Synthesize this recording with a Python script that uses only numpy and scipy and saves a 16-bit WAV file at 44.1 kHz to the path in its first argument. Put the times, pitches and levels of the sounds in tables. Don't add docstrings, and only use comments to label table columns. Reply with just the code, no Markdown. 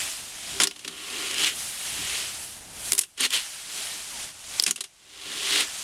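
import sys
import numpy as np
from scipy import signal
from scipy.fft import rfft, irfft, next_fast_len
from scipy.io import wavfile
from scipy.ndimage import uniform_filter1d, map_coordinates

SR = 44100
rng = np.random.default_rng(int(sys.argv[2]) if len(sys.argv) > 2 else 0)


def wrap_up_sound(samples):
    columns = np.atleast_2d(samples).T
    tamed = np.clip(columns, -1, 1)
    steps = np.round(tamed * 32767).astype(np.int16)
    wavfile.write(sys.argv[1], SR, steps)


N = 257103


# f/Hz, level/dB
LEAF_TONE = [(250,-12.5), (500,-13.5), (630,-5.5), (800,-6.5), (1050,-7.5), (1450,-4), (1850,-3.5),
             (3000,0), (4400,-1), (7300,0), (9600,-0.5), (11500,-7.5), (13700,-17), (16000,-24)]
# fullest at t/s, level/dB, rise/s, fall/s, extra treble/dB
LEAF_SWEEPS = [(0, -31, .2, 0.39, 2.5), (.51, -36.5, 0.46, 0.68, -1.5), (1.22, -33.5, 0.87, 1, 1.5),
               (1.6, -31.5, 0.16, 0.34, 5.5), (1.87, -34, 0.19, 0.31, 3.5), (2.17, -32, 0.43, 0.37, -0.5),
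               (2.42, -40.5, 0.39, 0.33, 7), (2.9, -34, 0.21, 0.34, 6), (3.37, -24, .15, 0.5, 1),
               (3.77, -27, 0.18, 0.47, 1), (4.235, -35, 0.37, 0.12, -1), (4.6, -33, 0.27, 0.52, -1.5),
               (5.57, -25, 0.56, 0.32, -10), (5.8, -29, 0.6, .25, 0)]
def leaves(settling_db=-51.5, treble_hz=8700):
    sweeps = [(amp(db) * swell(s, rise, fall), crisp_db) for s, db, rise, fall, crisp_db in LEAF_SWEEPS]
    sweeps.append((amp(settling_db), 0))
    level = together(gain for gain, _ in sweeps)
    treble_level = together(gain * amp(crisp_db) for gain, crisp_db in sweeps)
    cracks = grains(per_second=8000, spread_db=2.6)
    rustle = patchy(cracks + 0.8 * rng.standard_normal(N), depth_db=1.3)
    rustle = unit(filtered(rustle, colour(LEAF_TONE)))
    treble = filtered(rustle, lambda hz: 1 - 1 / (1 + (hz / treble_hz) ** 10))
    return ((rustle - treble) * level + treble * treble_level) * amp(0.2 * wobble(35))


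# f/Hz, width/Hz, level/dB
FAN_NOTES = [(170, 9.3, -6), (242, 11, -5), (301.3, 17.3, -0.5), (395, 29.6, 1), (551, 66, -11),
             (734, 34, -7), (910, 44, -12.5), (1107, 99, -4.5), (1419, 13, -2)]
# f/Hz, width/Hz, level/dB
TINE_NOTES = [(1065, 47, -10), (1396, 32, -11.5), (1954, 255, -4), (2800, 79, 3), (3295, 330, 2),
              (4220, 340, -9.5), (4920, 600, -9.5), (6850, 970, -1), (9370, 930, -1.5)]
# f/Hz, level/dB
GRIT_TONE = [(250,-27.5), (500,-17.5), (1000,-18.5), (1550,-9.5), (2000,-3.5), (2450,-1.5), (3050,2),
             (3500,-2.5), (4200,-1.5), (5900,-9), (7200,-7), (9600,-7), (12800,-19), (16000,-47)]
# hardest at t/s, level/dB, rise/s, fall/s, fan against scrape/dB, tine note f/Hz
TINE_DRAGS = [(0, -35, .2, 0.23, -20, 2900), (.57, -40.5, 0.46, 0.12, -17, 3400),
              (.89, -38.5, 0.024, .15, -1, 3000), (1.23, -26.5, 0.51, 0.34, -10.5, 2880),
              (1.47, -18, 0.15, .07, -19, 2950), (2.16, -31.5, 0.59, .23, -20, 2760),
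              (3.208, -12, 0.028, 0.063, -16, 4000), (3.253, -5.5, .05, 0.029, -19.5, 4000),
              (3.34, -7, 0.033, 0.086, -26.5, 3130), (3.81, -32.5, .43, .31, -16.5, 3900),
              (5.34, -26, 0.33, 0.42, -12, 3300), (5.61, -14, 0.29, 0.057, -17, 3730)]
def scrape(note_share=0.42, note_sharpness=4.3):
    drags = [(amp(db) * swell(s, rise, fall), fan_db, hz) for s, db, rise, fall, fan_db, hz in TINE_DRAGS]
    level = together(gain for gain, _, _ in drags)
    fan_level = together(gain * amp(fan_db) for gain, fan_db, _ in drags)
    slips = grains(per_second=1100, spread_db=0.5) + 0.73 * rng.standard_normal(N)
    slips *= amp(0.4 * wobble(130))
    grit = unit(filtered(patchy(slips, depth_db=1.8), colour(GRIT_TONE)))
    rasp = filtered(grains(per_second=1800, spread_db=-0.5), resonances(TINE_NOTES))
    rasp = unit(filtered(rasp, colour([(1200, -3.5), (3000, -6), (10000, -17), (16000, -4)])))
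    drumming = unit(filtered(slips, resonances(FAN_NOTES)))
    friction = rng.standard_normal(N)
    notes = np.zeros(N)
    for gain, _, hz in drags:
        notes += gain * unit(signal.lfilter(*signal.iirpeak(hz, note_sharpness, SR), friction))
    scraping = level * unit(grit + 0.53 * rasp) + note_share * notes
    return scraping / np.hypot(1, note_share) + drumming * fan_level


# f/Hz, level/dB
CLICK_TONE = [(200, -18), (600, -15), (1200, -7.5), (3000, 0), (5000, -0.5), (6200, -3), (10000, -1.5),
              (12500, -14.5), (16000, -80)]
# t/s, relative level/dB, hardness/dB, time to fade by 60 dB/s, note f/Hz
TINE_TAPS = [(0.6, 1, -9.5, 0.028, 5100), (0.607, -1, -2, 0.032, 3440), (0.613, 1, -4.5, 0.087, 3430),
             (0.6334, 8, -0.5, 0.028, 7760), (0.6385, 8, 5, 0.028, 3570), (0.65, -2.5, -8, .04, 3200),
             (0.6709, 8, -2.5, 0.016, 5030), (0.7103, -4.5, -5, 0.015, 3200),
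             (0.7595, -13, -7, 0.037, 3120), (0.792, -12, 2, 0.02, 3260), (0.846, -5.5, -6, 0.032, 3020),
             (0.877, -2, -4, 0.028, 3920), (2.92, 0, 3, 0.012, 8300), (2.9314, 3, 0.5, 0.013, 9700),
             (2.95, -4, 4, 0.015, 9700), (2.9783, 3, 7.5, 0.043, 9900), (2.9897, 10.5, 8, 0.024, 10300),
             (3.009, 5.5, 10, 0.058, 10900), (3.034, -1.5, 6, 0.032, 2720), (3.175, -7.5, -3, 0.048, 2800),
             (3.204, 7, 15, 0.036, 2860), (3.3044, 1.5, 5, .018, 3080), (4.598, 0.5, 1, 0.0068, 4850),
             (4.6235, 0, 0, 0.011, 9900), (4.637, 6.5, 9, 0.016, 5270), (4.6627, 10.5, 3, 0.03, 2640),
             (4.673, 4.5, 0.5, 0.097, 2570), (4.709, 13, 4, 0.018, 6560), (4.7589, 3, 7.5, 0.028, 2900),
             (4.776, -8.5, -7, 0.052, 2750), (4.806, 7, 5, 0.034, 3940), (4.838, -3, 1, 0.05, 3210)]
def taps(clear_note_s=0.017):
    out, t = np.zeros(N), np.arange(SR // 5) / SR
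    for s, db, hardness_db, fade_s, note_hz in TINE_TAPS:
        age = t / fade_s
        bunch = amp(-60 * age) * (1 - np.exp(-(age / 0.05) ** 2))
        scatter = np.linalg.norm(bunch) * amp(-33.5 - 60 * t / 0.12)
        crack, flick, pluck, push = rng.standard_normal((4, len(t))) * (bunch + scatter)
        ring = filtered(flick, resonances(TINE_NOTES))
        ring = filtered(ring, colour([(10500, -11.5), (16000, -25)]))
        click = unit(filtered(crack, colour(CLICK_TONE))) + 0.65 * unit(ring)
        click = unit(filtered(click, colour([(3500, 0), (9000, hardness_db)])))
        ping = unit(filtered(pluck, resonances([(note_hz, note_hz / 8, 0)])))
        ping *= clear_note_s / fade_s
        thump = unit(filtered(push, resonances(FAN_NOTES))) * amp(-25 - 0.98 * hardness_db)
        level = np.sqrt(np.mean(bunch ** 2)) * amp(db)
        add(out, s, level * (amp(-8) * (click + ping) + thump))
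    return out


# t/s, level/dB, f/Hz, time to fade by 60 dB/s
HEAD_BOOMS = [(0.605, -29, 280, 0.15), (0.615, -27.5, 175, 0.24), (0.645, -20.5, 392, 0.17),
              (0.861, -30.5, 292, .12), (2.924, -28.5, 391, 0.22), (3.204, -23, 258, 0.31),
              (4.669, -28.5, 178, 0.31), (4.675, -26, 244, 0.23)]
def booms(rattle_radians=0.6):
    out, t = np.zeros(N), np.arange(SR // 4) / SR
    for s, db, hz, fade_s in HEAD_BOOMS:
        phase = 2 * np.pi * hz * t + rattle_radians * wobble(63)[:len(t)]
        level = amp(db - 60 * t / fade_s) * (1 - np.exp(-t / 0.0025))
        add(out, s, level * np.sin(phase))
    return out


# t/s, peak level/dB
STEM_SNAPS = [(1.312, -14), (1.344, -11.5), (1.3825, -9), (1.396, -12), (1.4185, -13), (1.4458, -8.5),
              (1.4688, -7.5)]
def snaps(fade_s=0.0069):
    out, t = np.zeros(N), np.arange(SR // 50) / SR
    stem_tone = colour([(600, -24), (1600, -12), (2900, 0), (6000, -5), (9800, -9), (16000, -38)])
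    for s, db in STEM_SNAPS:
        crack = filtered(rng.standard_normal(len(t)) * amp(-60 * t / fade_s), stem_tone)
        add(out, s, amp(db) * crack / np.abs(crack).max())
    return out


# t/s, length/s, start f/Hz, end f/Hz, level/dB
FAINT_GLIDES = [(0.52,0.11,375,400,-43.5), (3.8,0.2,1850,1880,-40), (4.102,.12,1120,700,-45)]
def glides():
    out = np.zeros(N)
    for s, length, start_hz, end_hz, db in FAINT_GLIDES:
        slide_hz = np.geomspace(start_hz, end_hz, round(length * SR))
        hz = slide_hz * (1 + 0.039 * wobble(257)[:len(slide_hz)])
        phase = 2 * np.pi * np.cumsum(hz) / SR
        add(out, s, amp(db) * np.hanning(len(hz)) * np.sin(phase))
    return out


def footstep(at_s=1.985, db=-41, hz=185, fade_s=0.18):
    out, t = np.zeros(N), np.arange(SR // 5) / SR
    hollow_tone = colour([(hz / 2, -25), (hz, 0), (1.6 * hz, -4), (4 * hz, -35), (SR / 2, -90)])
    thud = unit(filtered(rng.standard_normal(len(t)), hollow_tone))
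    level = amp(db - 60 * t / fade_s) * (1 - np.exp(-t / 0.0035))
    add(out, at_s, level * thud)
    return out


# f/Hz, level/dB
RUMBLE_TONE = [(15, -17), (30, -6), (65, 1), (130, -3.5), (280, -6.5), (500, -11), (760, -5.5),
               (1100, -12.5), (3000, -13.5), (10000, -16.5), (16000, -47)]
# t/s, level/dB
RUMBLE_LEVELS = [(0, -49), (.55, -47), (1.2, -47.5), (2.0, -49), (2.75, -46), (3.6, -51), (4.6, -50.5),
                 (5.8, -49.5)]
def wind_and_traffic():
    level_db = np.interp(np.arange(N) / SR, *np.transpose(RUMBLE_LEVELS)) + 2.8 * wobble(8.4)
    return amp(level_db) * unit(filtered(rng.standard_normal(N), colour(RUMBLE_TONE)))


def amp(db):
    return np.exp(np.asarray(db) * np.log(10) / 20)


def unit(x):
    return x / np.sqrt(np.mean(x ** 2) + 1e-20)


def wobble(per_second):
    values = rng.standard_normal(int(N * per_second / SR) + 4)
    return map_coordinates(values, [np.arange(N) * per_second / SR])


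def swell(s, rise, fall, roundness=1.394):
    t = np.arange(N) / SR - s
    return amp(-20 * np.abs(t / np.where(t < 0, rise, fall)) ** roundness)


def together(gains):
    return np.sqrt(sum(gain ** 2 for gain in gains))


def filtered(x, response):
    size = 2 * next_fast_len(len(x) // 2 + 4096)
    hz = np.fft.rfftfreq(size, 1 / SR)
    return irfft(rfft(x, size) * response(hz), size)[:len(x)]


def colour(points):
    f, db = np.transpose(points)
    def response(hz):
        gain = amp(np.interp(np.log(hz + 1), np.log(f + 1), db))
        cepstrum = irfft(np.log(gain + 1e-6))
        half = len(hz) - 1
        forward_only = np.r_[1, np.full(half - 1, 2), 1, np.zeros(half - 1)]
        return np.exp(rfft(cepstrum * forward_only))
    return response


def resonances(notes):
    return lambda f: sum((-1) ** k * amp(db) * 1j * f * width / (hz * hz - f * f + 1j * f * width)
                         for k, (hz, width, db) in enumerate(notes))


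def grains(per_second, spread_db):
    chance, sign, size = rng.random(N), rng.choice([-1, 1], N), rng.standard_normal(N)
    return unit((chance < per_second / SR) * sign * amp(spread_db * np.minimum(size, 2.5)))


def patchy(x, depth_db):
    spectrum = signal.stft(x, nperseg=256)[2]
    patches = uniform_filter1d(rng.standard_normal(spectrum.shape), size=5, axis=0)
    patches = unit(uniform_filter1d(patches, size=6, axis=1))
    return unit(signal.istft(spectrum * amp(depth_db * patches), nperseg=256)[1][:N])


def add(track, s, sound):
    part = track[round(s * SR):][:len(sound)]
    part += sound[:len(part)]


def lagged(x, seconds):
    keep = np.exp(-1 / (seconds * SR))
    return signal.lfilter([1 - keep], [1, -keep], x)


def gain_control(x, threshold_db=-19.5, attack_s=0.0077, recovery_db_per_s=15.5):
    level_db = 10 * np.log10(lagged(x ** 2, seconds=0.0018) + 1e-12)
    excess_db = np.maximum(level_db - threshold_db, 0)
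    recovered_db = recovery_db_per_s * np.arange(N) / SR
    cut_db = np.maximum.accumulate(excess_db + recovered_db) - recovered_db
    return amp(-lagged(cut_db, attack_s))


def scene():
    rake = scrape() + taps() + booms()
    mono = rake + glides() + leaves() + snaps() + footstep() + wind_and_traffic()
    return np.array([mono, mono])


def record(dry):
    held = dry * gain_control(dry[0])
    rounded = held / (1 + np.abs(held / 0.85) ** 4) ** (1 / 4)
    treble_cut = lambda hz: (hz < 16300) / np.sqrt(1 + (hz / 15300) ** 40)
    return np.array([filtered(channel, treble_cut) for channel in rounded])


dry = scene()
out = record(dry)
wrap_up_sound(out)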